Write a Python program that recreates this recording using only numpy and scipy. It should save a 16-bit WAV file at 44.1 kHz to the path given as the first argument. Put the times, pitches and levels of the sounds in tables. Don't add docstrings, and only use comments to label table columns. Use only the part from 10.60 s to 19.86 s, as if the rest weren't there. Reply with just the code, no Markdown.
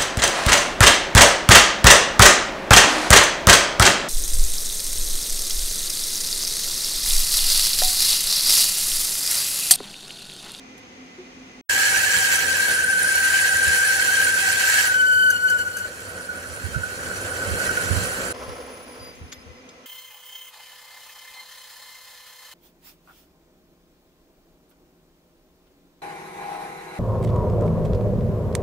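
import sys
import numpy as np
from scipy import signal
from scipy.fft import rfft, irfft, next_fast_len
from scipy.io import wavfile
from scipy.ndimage import uniform_filter1d, map_coordinates

SR = 44100
rng = np.random.default_rng(int(sys.argv[2]) if len(sys.argv) > 2 else 0)


def int16_out(signal):
    q = np.round(np.clip(np.atleast_2d(signal).T, -1, 1) * 32767)
    wavfile.write(sys.argv[1], SR, q.astype(np.int16))


def invert_db(x):
    u = np.asarray(x, float) / 20
    return 10 ** u


N = 408321
TIME = np.arange(N) / SR
HALF = np.array([[.5], [-.5]])

# (from [s], to [s], fade-in [s])
SHOTS = [
    (0, 1.012, .001),
    (1.0905, 7.727, .006),
    (7.727, 9.3, .02),
]
IDLE_END_S = SHOTS[0][1]
CUT_S, CUT_END_S = SHOTS[1][:2]
COAST_S, END_S = SHOTS[2][:2]
TURNS_HZ = 10.72
LOCKED_S, FREE_S = 4.36, 4.5
STOP_S = 8.5


def unit(x):
    return x / np.sqrt(np.mean(np.abs(x) ** 2) + 1e-20)


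def along(points, hz):
    f, v = np.transpose(points)
    return np.interp(np.log(hz + 1), np.log(f + 1), v)


def curves(rows):
    s, *cols = np.transpose(rows)
    inside = (TIME >= s[0]) & (TIME <= s[-1])
    gate = uniform_filter1d(inside * 1., size=400)
    return [np.interp(TIME, s, c) for c in cols] + [gate]


def since(s):
    return np.maximum(TIME - s, 0)


def during(a, b, edge=0.013):
    return np.clip((TIME - a) / edge + .5, 0, 1) * np.clip((b - TIME) / edge + .5, 0, 1)


def dip(s, half_s):
    return np.exp(-((TIME - s) / half_s) ** 2)


def burst(s, attack, t60):
    out, t = np.zeros(N + SR), np.arange(SR // 2) / SR
    out[round(s * SR):][:len(t)] = (1 - np.exp(-t / attack)) * invert_db(-60 * t / t60)
    return out[:N]


def wobble(rate):
    coarse = TIME[::8]
    knots = rng.standard_normal(int(N * rate / SR) + 4)
    return np.interp(TIME, coarse, map_coordinates(knots, [coarse * rate]))


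def flutter(rate):
    return wobble(rate) + 1j * wobble(rate)


def tone(hz):
    return np.exp(2j * np.pi * hz * TIME)


def filtered(x, response):
    m = next_fast_len(N + SR // 2)
    return irfft(rfft(x, m) * response(np.fft.rfftfreq(m, 1 / SR)), m)[..., :N]


def ports(z, lead, pan_db):
    return np.real(z * invert_db(HALF * pan_db) * np.exp(-1j * lead * HALF))


def rush(force, mid, side, side_db):
    m, s = filtered(force, lambda hz: invert_db([along(mid, hz), along(side, hz) + side_db]))
    return unit(np.array([m + s, m - s]))


def ringing(force, modes, diffuse):
    def response(f):
        total = 0
        for hz, width, db, lead, pan in modes:
            resonance = 1j * f * width / (hz * hz - f * f + 1j * f * width)
            total = total + invert_db(db + HALF * pan) * np.exp(-1j * lead * HALF) * resonance
        return total
    return filtered(force[0] + diffuse * force[1:], response)


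def grit(count, spiky_db, patchy_db=2.0):
    z = signal.stft(rng.standard_normal((count, N)), nperseg=512)[2]
    field = uniform_filter1d(rng.standard_normal(z.shape[1:]), size=2, axis=0)
    field = uniform_filter1d(field, size=5, axis=1)
    patchy = signal.istft(z * invert_db(patchy_db * unit(field)), nperseg=512)[1][:, :N]
    return unit(patchy * invert_db(spiky_db * wobble(900) + 0.8 * wobble(30)))


# (frequency [Hz], level [dB])
AIR_MID = [(18, -69), (30, -17), (137, -16.5), (165, -19), (250, -4.5), (285, -10), (361, -12),
           (412, -13.5), (610, -22.5), (1650, -23.5), (1980, -20), (3010, -26), (6280, -31.5), (7540, -45),
           (15700, -56)]
AIR_SIDE = [(18, -78), (30, -45), (294, -11), (354, -13), (910, -17), (1150, -10), (1540, -15),
            (2670, -11.5), (3960, -22), (5710, -19.5), (15900, -55)]
# (frequency [Hz], width [Hz], level [dB], right lead [rad], L-R [dB])
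FITTINGS = [(177.6, 8.9, 11.5, -0.36, 5), (513, 34, 8, -0.88, -3), (722, 61, 3, -1.2, -5),
            (2040, 41, 7, -0.8, -1), (2280, 60, 2, 1, 0), (2413, 23, 5, 0.9, 0), (6320, 230, 0, 0.46, -1)]
# (time [s], frequency [Hz], level [dB], t60 [s])
KNOCK = [
    (0.58, 366, -32.5, 0.13),
]


def shop():
    idle_db, idle_hum_db = -55, -49
    late_db, late_db_per_s, late_hum_db = -54.5, 4, -54
    force = rng.standard_normal((5, N))
    buzz = unit(ringing(force[2:], FITTINGS, diffuse=0.67))
    buzz = filtered(buzz, lambda f: 1 / (1 + (f / 7200) ** 3))
    air = rush(force[:2], AIR_MID, AIR_SIDE, side_db=-7.0) + 0.6 * buzz
    hum = ports(unit(1.9 + flutter(16)) * tone(258), -.2, 0)
    late = TIME > COAST_S
    fall_db = late_db_per_s * since(COAST_S)
    room_db = np.where(late, late_db - fall_db, idle_db)
    hum_db = np.where(late, late_hum_db - fall_db, idle_hum_db)
    heard = late | (TIME < IDLE_END_S)
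    out = heard * (invert_db(room_db + 9) * air + invert_db(hum_db + 2.5) * hum)
    for s, hz, db, t60 in KNOCK:
        out = out + invert_db(db + 11.5) * burst(s, 0.024, t60) * np.sin(2 * np.pi * hz * TIME)
    return out


# (frequency [Hz], level [dB])
GEARS = [
    [(35, -39), (60, -13), (183, -5.5), (227, -12.5), (518, 3), (845, -11.5), (1200, -9), (1560, -5.5), (2640, -120)],
    [(35, -41), (60, -3), (207, -28), (249, -14), (379, -8.5), (491, -1.5), (820, -11.5), (3250, -22), (3920, -29), (4950, -20.5), (8870, -37.5), (10200, -31.5), (15900, -48)],
]
# (frequency [Hz], width [Hz], level [dB], right lead [rad], L-R [dB])
GEARBOX = [
    [(90.6, 23.6, 12.5, -0.5, -1.7), (181.6, 23.5, 7.5, -0.3, -0.55), (250, 11.3, 9, 0.3, 0.23), (328.5, 13, 3, -1.2, -0.12), (492.4, 8.8, 12.5, -0.9, -0.33), (520, 39, -10, 3.5, -0.34), (574, 5.5, 5.5, 2, 0), (530, 11, 1.5, .3, 0), (1343, 105, 8, -2.5, 0.46)],
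    [(259, 4.2, -10, 0.46, 0), (496, 12, 11.5, 0.75, 0), (1030, 54, -1, 1.3, 0), (1305, 22, 5, 2.34, 0)],
]


def drive():
    motor_db, load_db = -45.5, 2.5
    coast_db, coast_db_per_s, stopped_db = -41, 16, -57.5
    running = invert_db(motor_db + load_db * during(0, LOCKED_S, edge=0.48)) * during(CUT_S, CUT_END_S)
    uneven_db = 1.7 * wobble(28) + 1.7 * wobble(150)
    coasting = invert_db(coast_db - coast_db_per_s * since(COAST_S) + uneven_db) * during(0, STOP_S, edge=0.08)
    slowing = (coasting + invert_db(stopped_db)) * during(COAST_S, END_S)
    out = 0
    for level, gears, modes in zip([running, slowing], GEARS, GEARBOX):
        force = rng.standard_normal((5, N)) * invert_db(0.89 * wobble(12))
        casting = unit(ringing(force[2:], modes, diffuse=0.091))
        whirr = rush(force[:2], gears, gears, side_db=-10.5) + 0.98 * casting
        out = out + invert_db(2.0) * level * whirr
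    return out


def whine():
    level_db, upper_db, upper_share = -57, -68, .75
    rise_s, hold_s, db_per_s = 0.083, 8.33, 34
    fade_db = db_per_s * since(hold_s)
    rise = np.clip(since(COAST_S) / rise_s, 0, 1)
    low = unit(2.3 + flutter(70)) * tone(10002) * invert_db(level_db - fade_db + 7.0)
    upper = unit(.4 + flutter(500)) * tone(15060) * invert_db(upper_db - upper_share * fade_db + 9)
    return rise * (ports(low, -1.4, -1.8) + ports(upper, -1.9, 0))


# (time [s], length [s], level [dB])
BRAKE = [(8.26, .05, -68), (8.33, 0.032, -64), (8.398, 0.04, -55), (8.44, 0.041, -55), (8.483, 0.038, -58),
         (8.52, .03, -66), (8.68, .02, -70), (8.735, .028, -67), (8.775, .055, -68), (8.918, .095, -72),
         (9.09, .03, -71)]


def brake():
    brake_hz, released_hz, release_s = 4860, 5005, 8.6
    wander = np.cumsum(12 * wobble(40)) / SR
    swing = 1 + .5 * flutter(110)
    rattle = invert_db(-16) * flutter(250)
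    out = 0
    for s, length, db in BRAKE:
        hz = brake_hz if s < release_s else released_hz
        phase = 2 * np.pi * (hz * TIME + wander)
        squeak = swing * np.exp(1j * phase) + rattle * np.exp(2.457j * phase)
        out = out + ports(during(s, s + length, edge=.01) * invert_db(db + 10.0) * squeak, 1.4, 0.92)
    return out


# (frequency [Hz], width [Hz], level [dB], right lead [rad], L-R [dB])
SWITCH = [(1900, 1200, -5, 1, 0), (3470, 720, 1, 0.86, 0), (4850, 1200, -5, 1.5, 0), (6540, 410, 7, 3, -1),
          (9100, 1500, -18, 1, 0), (12600, 500, -6, -4, -2)]
# (time [s], peak [dB], t60 [s], body [dB])
CLICKS = [(0.1745, -52, 0.088, -2), (8.5495, -55, 0.1, 0), (8.445, -56, .03, 12), (8.718, -50, 0.034, 14),
          (8.724, -50, 0.045, 13), (9.0877, -61.5, 0.046, 16)]


def clicks():
    snap = unit(ringing(grit(count=3, spiky_db=3, patchy_db=1.5), SWITCH, diffuse=.6))
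    tick = filtered(snap, lambda f: 1 / (1 + (7500 / (f + 1)) ** 6))
    out = 0
    for s, db, t60, body_db in CLICKS:
        out = out + invert_db(db) * burst(s, 0.0037, t60) * (3 * tick + invert_db(body_db + 9.0) * (snap - tick))
    return out


# (frequency [Hz], level [dB], t60 [s])
LATCH = [(3570, 6, 0.054), (4450, -9, .03), (5050, -9, .04), (6840, 3, .05), (7660, -10, .06),
         (11500, -16, .05), (12500, -8, .16)]


def latch():
    snap_s, snap_db = 8.724, -41
    out = 0
    for hz, db, t60 in LATCH:
        ring = invert_db(snap_db + db) * burst(snap_s, .004, t60) * unit(.8 + flutter(150)) * tone(hz)
        out = out + ports(ring, 1, 0)
    return out


# (frequency [Hz], level [dB])
BUFFET = [(12, -51), (20, -16), (80, 0), (193, -14.5), (261, -16), (340, -30), (400, -18), (520, -66),
          (880, -120)]
# (time [s], peak [dB], L-R [dB])
THUMPS = [(1.561, -31, -17), (3.073, -25, -15), (6.04, -33, -22), (6.158, -29.5, -20), (6.449, -35, -3),
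          (6.868, -37.5, -16.5), (6.909, -33, -5), (7.303, -35, -27), (7.361, -31.5, -25), (7.877, -30, 1),
          (8.4, -38, -7), (8.612, -31, 5), (8.854, -37, 12), (8.898, -44, 5)]


def draught():
    breeze_db, breeze_lr_db = -65, -8
    gust_db, gust_s = -28, .18
    thump_hz, thump_t60_s = 85.3, 0.16
    lumps = rng.standard_normal((2, N)) * invert_db(3.6 * np.array([wobble(46), wobble(20)]))
    buffet = unit(filtered(lumps, lambda hz: invert_db(along(BUFFET, hz))))
    breeze = invert_db(breeze_db + HALF * breeze_lr_db + 1.8 * wobble(2.67))
    out = buffet * breeze * during(CUT_S, STOP_S, edge=.1)
    drift = np.cumsum(13 * np.array([wobble(40), wobble(40)]), axis=1) / SR
    for s, peak_db, lr_db in THUMPS:
        span = slice(round((s - .3) * SR), round((s + 0.41) * SR))
        t = TIME[span] - s
        turns = thump_hz * t + drift[:, span] - drift[:, [round(s * SR)]]
        push = np.sin(2 * np.pi * turns) + .5 * buffet[:, span]
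        gust = invert_db(gust_db) * np.exp(-(t / gust_s) ** 2) * buffet[:, span]
        thump = burst(s, 0.0052, thump_t60_s)[span] * push
        out[:, span] += invert_db(peak_db + 1.5 + HALF * lr_db) * (thump + gust)
    return filtered(out, lambda f: 1 / (1 + (45 / (f + 1)) ** 4))


# (time [s], peak [dB])
PINGS = [(1.0958, -32), (1.1801, -29), (1.257, -33), (1.3074, -24), (1.3642, -28), (1.4406, -32),
         (1.5638, -27), (1.6451, -25), (1.7543, -28), (1.8656, -23), (1.9419, -31), (2.0187, -27),
         (2.1075, -27), (2.2353, -18), (2.2966, -24), (2.4253, -17.5), (2.5201, -16), (2.6149, -26),
         (2.7047, -31), (2.7775, -24), (2.8962, -23), (2.9631, -35), (3.0265, -27), (3.0813, -27),
         (3.1876, -34), (3.2699, -27), (3.3577, -18), (3.4764, -29), (3.5398, -19), (3.6401, -17),
         (3.7363, -30), (3.8201, -21), (3.9159, -20), (3.9733, -27), (4.0611, -37), (4.1953, -37),
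         (4.2891, -26)]


def pings():
    edge = sum(invert_db(db + 5.5) * burst(s, 0.0052, t60=0.064) for s, db in PINGS)
    return ports(edge * unit(1.7 + flutter(120)) * tone(9560), -.9, -2)


# (frequency [Hz], width [Hz], level [dB], right lead [rad], L-R [dB])
RUBBING = [(1327, 20, -8, 0.91, 0), (1450, 21, 0.5, 2.34, -6), (1470, 16, 5, 1.83, -5),
           (1512, 20, 3, 2.06, -3.5), (1540, 18, -1.5, 1.8, -8), (1700, 35, -14, 0.95, -5)]
# (time [s], extra level [dB])
GRABS = [(5.31, 6), (5.575, 13), (5.69, 11), (5.84, 13), (5.99, 3), (6.143, 19), (6.231, 15.5), (6.262, 10),
         (6.39, 5), (6.51, 10), (6.72, 7), (6.81, 7), (6.9, 3), (7.0, 6), (7.09, 10.5), (7.17, 11.5),
         (7.26, 7), (7.31, -3), (7.42, -12), (7.535, -8), (7.68, -6)]
RUB_SWING_DB = -41


def rubbing():
    grabs = 1 + sum(invert_db(extra_db) * burst(s, .004, t60=0.1) for s, extra_db in GRABS)
    murmur = 0
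    for hz, width, db, lead, pan_db in RUBBING:
        murmur = murmur + ports((.3 + flutter(1.7 * width)) * invert_db(db) * tone(hz), lead, pan_db)
    return unit(murmur) * invert_db(RUB_SWING_DB - 1.5) * grabs * during(FREE_S, CUT_END_S)


# (frequency [Hz], width [Hz], depth [dB])
NOTCHES = [(1395, 55, 17), (2080, 50, 5.5), (2810, 41, 2), (3575, 61, 2), (4410, 28, 4), (7380, 46, 13),
           (8660, 146, 14), (9843, 136, 17), (10340, 100, 12), (13700, 250, 7)]


def cancel(pair):
    def cut(f):
        return invert_db(-sum(db * np.exp(-((f - hz) / w) ** 2) for hz, w, db in NOTCHES))
    side = (pair[0] - pair[1]) / 2
    return filtered((pair[0] + pair[1]) / 2, cut) + [side, -side]


def walls(pair, ripple_db):
    knots = rng.standard_normal((2, 400))
    knot_hz = 45 * np.arange(400)
    return filtered(pair, lambda f: invert_db(ripple_db * np.array([np.interp(f, knot_hz, k) for k in knots])))


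# (frequency [Hz], level [dB])
CUT_MID = [(380, -49), (650, -40.5), (1220, -28.5), (1390, -12), (1570, -8.5), (2070, -26), (3010, -25.5),
           (3580, -27), (4370, -21), (5340, -26), (7350, -19), (8510, -26.5), (9340, -21), (10300, -31.5),
           (15700, -34)]
CUT_SIDE = [(380, -57), (650, -46), (1370, -22.5), (1550, 0.5), (1740, -12.5), (3090, -18), (3630, -22),
            (5480, -19.5), (7440, -39), (8280, -37), (9340, -19), (10100, -25), (15700, -36)]
# (frequency [Hz], width [Hz], level [dB], right lead [rad], L-R [dB])
BODY = [(781, 23, 3.5, 0.5, -4), (955, 116, 2, 1.5, 2), (1314, 7, 1.5, 2, 19), (2646, 106, 4.5, -2, -8),
        (1920, 37, 15, 3.5, -7), (2273, 126, 7, -1.5, 4), (2543, 54, 5.5, -2, -10), (2934, 206, 5, -1, -10),
        (4357, 71, 6, 1.8, -11), (5950, 280, 5.5, -5, 2.5), (7320, 53, 6, 11.5, 6),
        (7436, 120, 12.5, 3, -9), (8730, 62, 0, 8.5, -25.5), (11540, 69, -1, 0, -9),
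        (11990, 48, 4.5, 3.5, 5), (13070, 94, 0, -2.5, -8), (10670, 68, 2.5, 2.5, 9),
        (14100, 160, -7, 2, -5), (14960, 220, -4, 2.5, 4)]
TOOL = [(8980, 84, 2, 4.5, 1), (9327, 71, 2, 3, 8), (9660, 86, 4.5, -1.5, -7), (10240, 100, -12, 12.5, 17)]
# (time [s], peak [dB])
CATCH = [(4.701, -13), (4.884, -29), (4.897, -19.5), (4.9875, -24.5), (5.0749, -32), (5.1667, -23),
         (5.1837, -27)]
# (time [s], pressure [dB])
RUB = [(4.4, -0.5), (5.3, 0.5), (5.7, 0), (6.25, 1), (6.6, -0.5), (6.75, 0), (7.1, -0.5), (7.35, 2),
       (7.73, 0.5)]
# (time [s], chip load [dB], drill swing [dB])
FEED = [(1.09, -25.5, -25), (1.2, -26, -23), (1.3, -27.5, -24.5), (1.53, -24.5, -23), (1.68, -28, -26),
        (2.05, -27.5, -23), (2.28, -33.5, -21.5), (2.6, -30.5, -21.5), (2.8, -27.5, -20.5),
        (2.97, -30, -21), (3.1, -28, -20.5), (3.28, -28, -19), (3.37, -30.5, -22.5), (3.6, -28.5, -20),
        (3.97, -28, -25), (4.08, -25, -22), (4.2, -22, -20), (4.26, -26.5, -27.5)]


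def chips():
    back_off_db_per_s = 111
    rub_chips_db, tool_db, rub_tool_db = -46, -13.5, -5
    scrape_db, scrape_t60_s = -29.5, 0.28
    load_db, swing_db, _ = curves(FEED)
    off_db = back_off_db_per_s * since(FEED[-1][0])
    turn = 2 * np.pi * TURNS_HZ * TIME

    scrape = sum(invert_db(db + scrape_db) * burst(s, 0.024, scrape_t60_s) for s, db in CATCH)
    rub = invert_db(rub_chips_db + curves(RUB)[0] + 0.15 * wobble(5))
    cut = invert_db(load_db - off_db) + rub + scrape
    ring = invert_db(swing_db + tool_db - off_db) + rub * invert_db(rub_tool_db)
    pulse = invert_db(0.37 * np.cos(turn + 2.0) + 0.7 * wobble(8)) * during(CUT_S, CUT_END_S)

    force = grit(count=5, spiky_db=1.34)
    body = unit(ringing(force[2:], BODY, diffuse=0.63))
    body_level = invert_db(1.5 - 0.63 * during(LOCKED_S, CUT_END_S))
    hiss = 1.52 * rush(force[:2], CUT_MID, CUT_SIDE, side_db=-4.0) + body_level * body
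    tool = unit(ringing(grit(count=3, spiky_db=4.0), TOOL, diffuse=0.17))
    tool = tool * invert_db(5.5 + 0.57 * np.cos(turn + 0.33))

    catch = sum(invert_db(db) * burst(s, 0.004, 0.043) for s, db in CATCH)
    rasp = filtered(catch * 0.44 * hiss, lambda f: 1 / (1 + (5200 / (f + 1)) ** 4))
    chirp = 0
    for multiple, db in [(1, 5.5), (3, -9), (4, -1.5), (5.9, -2), (8, -7)]:
        chirp = chirp + invert_db(db) * (0.95 + 0.2 * flutter(300)) * tone(multiple * 1565)
    near = walls(pulse * (cut * hiss + ring * tool) + rasp, ripple_db=2.5)
    return cancel(near) + ports(catch * 0.84 * chirp, 0.6, 0)


BENDING_HZ = [1486, 1505, 1540, 1567, 1610, 1640, 1712]
# (width [Hz], level [dB], right lead [rad], L-R [dB])
BENDING = [(18.32, 4, 4, -9.5), (20.09, 4, 1.96, -5), (25.53, 1, 1.55, 2), (17.95, 2.5, 0.74, 5.5),
           (25.1, -5.5, 1.34, -0.5), (25.37, -1.5, 0.68, 6), (34.9, 2.5, 0.76, -24.5)]


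def chatter():
    loaded_hz, hz_per_load_db = 1617.7, 7.5
    sag_hz_per_s, rub_hz = 11.3, 1506
    turn = 2 * np.pi * TURNS_HZ * TIME
    sweep = signal.sawtooth(turn - 2.6, .45)
    load_db, swing_db, _ = curves(FEED)
    cutting_hz = loaded_hz + hz_per_load_db * (load_db + 27.0) - sag_hz_per_s * since(CUT_S)
    hz = np.where(TIME < LOCKED_S, cutting_hz, rub_hz)
    level = invert_db(0.77 * np.cos(turn - 3.6) + 0.51 * wobble(7.1) + swing_db) * during(CUT_S, LOCKED_S)
    centre = hz + 30 * sweep + 12 * wobble(25)
    out = 0
    for mode_hz, (width_hz, mode_db, lead, pan_db) in zip(BENDING_HZ, BENDING):
        near = invert_db(mode_db) * (0.057 + np.exp(-((mode_hz - centre) / 55) ** 2))
        out = out + ports(near * (0.5 + flutter(1.5 * width_hz)) * tone(mode_hz), lead, pan_db)
    swing = np.sqrt(np.abs(uniform_filter1d(np.mean(out ** 2, axis=0), size=1500)) + 1e-9)
    return unit(out / swing ** 0.9) * level * invert_db(1.5)


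# (time [s], pitch [Hz], level [dB])
SQUEAL = [(4.24, 1505, -36), (4.31, 1493, -29), (4.4, 1505, -24), (4.7, 1503, -23.5), (4.75, 1470, -29),
          (4.86, 1492, -23.5), (5.07, 1472, -31.5), (5.255, 1483, -36), (5.29, 1505, -59)]
# (multiple, level [dB])
OVERTONES = [(1, 5), (2, -16.5), (3, -22.5), (4, -27), (5, -22), (6, -22.5), (7, -32.5), (8, -30), (9, -38),
             (10, -38)]
# (right lead [rad], L-R [dB])
SIDES = [(2, 4), (-1.6, -3), (2, -1), (1.5, 0), (2, -1), (4, -1), (0, 5), (-1, 0), (2, 0), (0, -7)]
# (time [s], dip [dB], half length [s])
SLIPS = [(4.332, 13, .008), (4.386, 3.5, 0.011), (4.473, 3.5, .015), (4.547, 2.5, .015), (4.597, 2.5, .012),
         (4.637, 1.5, .01), (4.72, 11, 0.0062), (4.742, 6, .005), (4.78, 10.5, .012), (4.815, 9, 0.021),
         (4.888, 8, .014), (4.984, 12.5, .012), (5.044, 16, 0.015), (5.094, 12, .008), (5.131, 15, 0.027),
         (5.19, 14, .01), (5.232, 10.5, .01)]
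# (time [s], overtone level [dB])
BITES = [(4.35, -6), (4.405, 2), (4.48, 1), (4.53, 3), (4.57, -1), (4.6, 0), (4.63, 2), (4.658, 1),
         (4.69, -5), (4.72, 1), (4.76, 0), (4.825, -2), (4.886, 0.5), (4.925, -6), (4.99, -8),
         (5.012, -5.5), (5.066, -14), (5.142, -15), (5.172, -13), (5.214, -14), (5.232, -18)]


def squeal():
    bite_s, blunt_db = 0.021, -23
    hz, db, gate = curves(SQUEAL)
    db = db - sum(dip_db * dip(s, half_s) for s, dip_db, half_s in SLIPS)
    bites = sum(invert_db(bite) * dip(s, bite_s) for s, bite in BITES)
    bite_db = 20 * np.log10(invert_db(blunt_db) + bites)
    phase = 2 * np.pi * np.cumsum(hz + 4 * wobble(70)) / SR
    out = 0
    for (k, level_db), (lead, pan_db) in zip(OVERTONES, SIDES):
        rough = .05 if k == 1 else 0.7 + 0.066 * k
        swing = 1 + rough * flutter(130 if k < 3 else 280)
        swing = swing * invert_db(1.1 * rough * wobble(30)) / np.sqrt(1 + 2 * rough ** 2)
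        fading_db = db if k == 1 else (0.37 + 1.14 / k) * bite_db - 22
        out = out + ports(swing * invert_db(level_db + fading_db + 7.5) * np.exp(1j * k * phase), lead, pan_db)
    return out * gate


def scene():
    background = shop() + drive() + whine() + brake() + clicks() + latch() + draught()
    return background + pings() + rubbing() + chips() + chatter() + squeal()


def top_cut(x):
    return signal.sosfilt(signal.butter(12, 16830, fs=SR, output="sos"), x)


# (time [s], gain [dB])
GAIN = [(5.15, -0.5), (5.4, 0.5), (6.2, 3), (7.0, 10.5), (7.35, 9.5), (7.73, 8.5)]


def record(dry):
    shots = sum(np.clip((TIME - a) / fade, 0, 1) * (TIME < b) for a, b, fade in SHOTS)
    gain = invert_db(curves(GAIN)[0] * (TIME < COAST_S))
    mix = filtered(dry * shots * gain, lambda hz: hz < 15760)
    return top_cut(mix)


dry = scene()
out = record(dry)
int16_out(out)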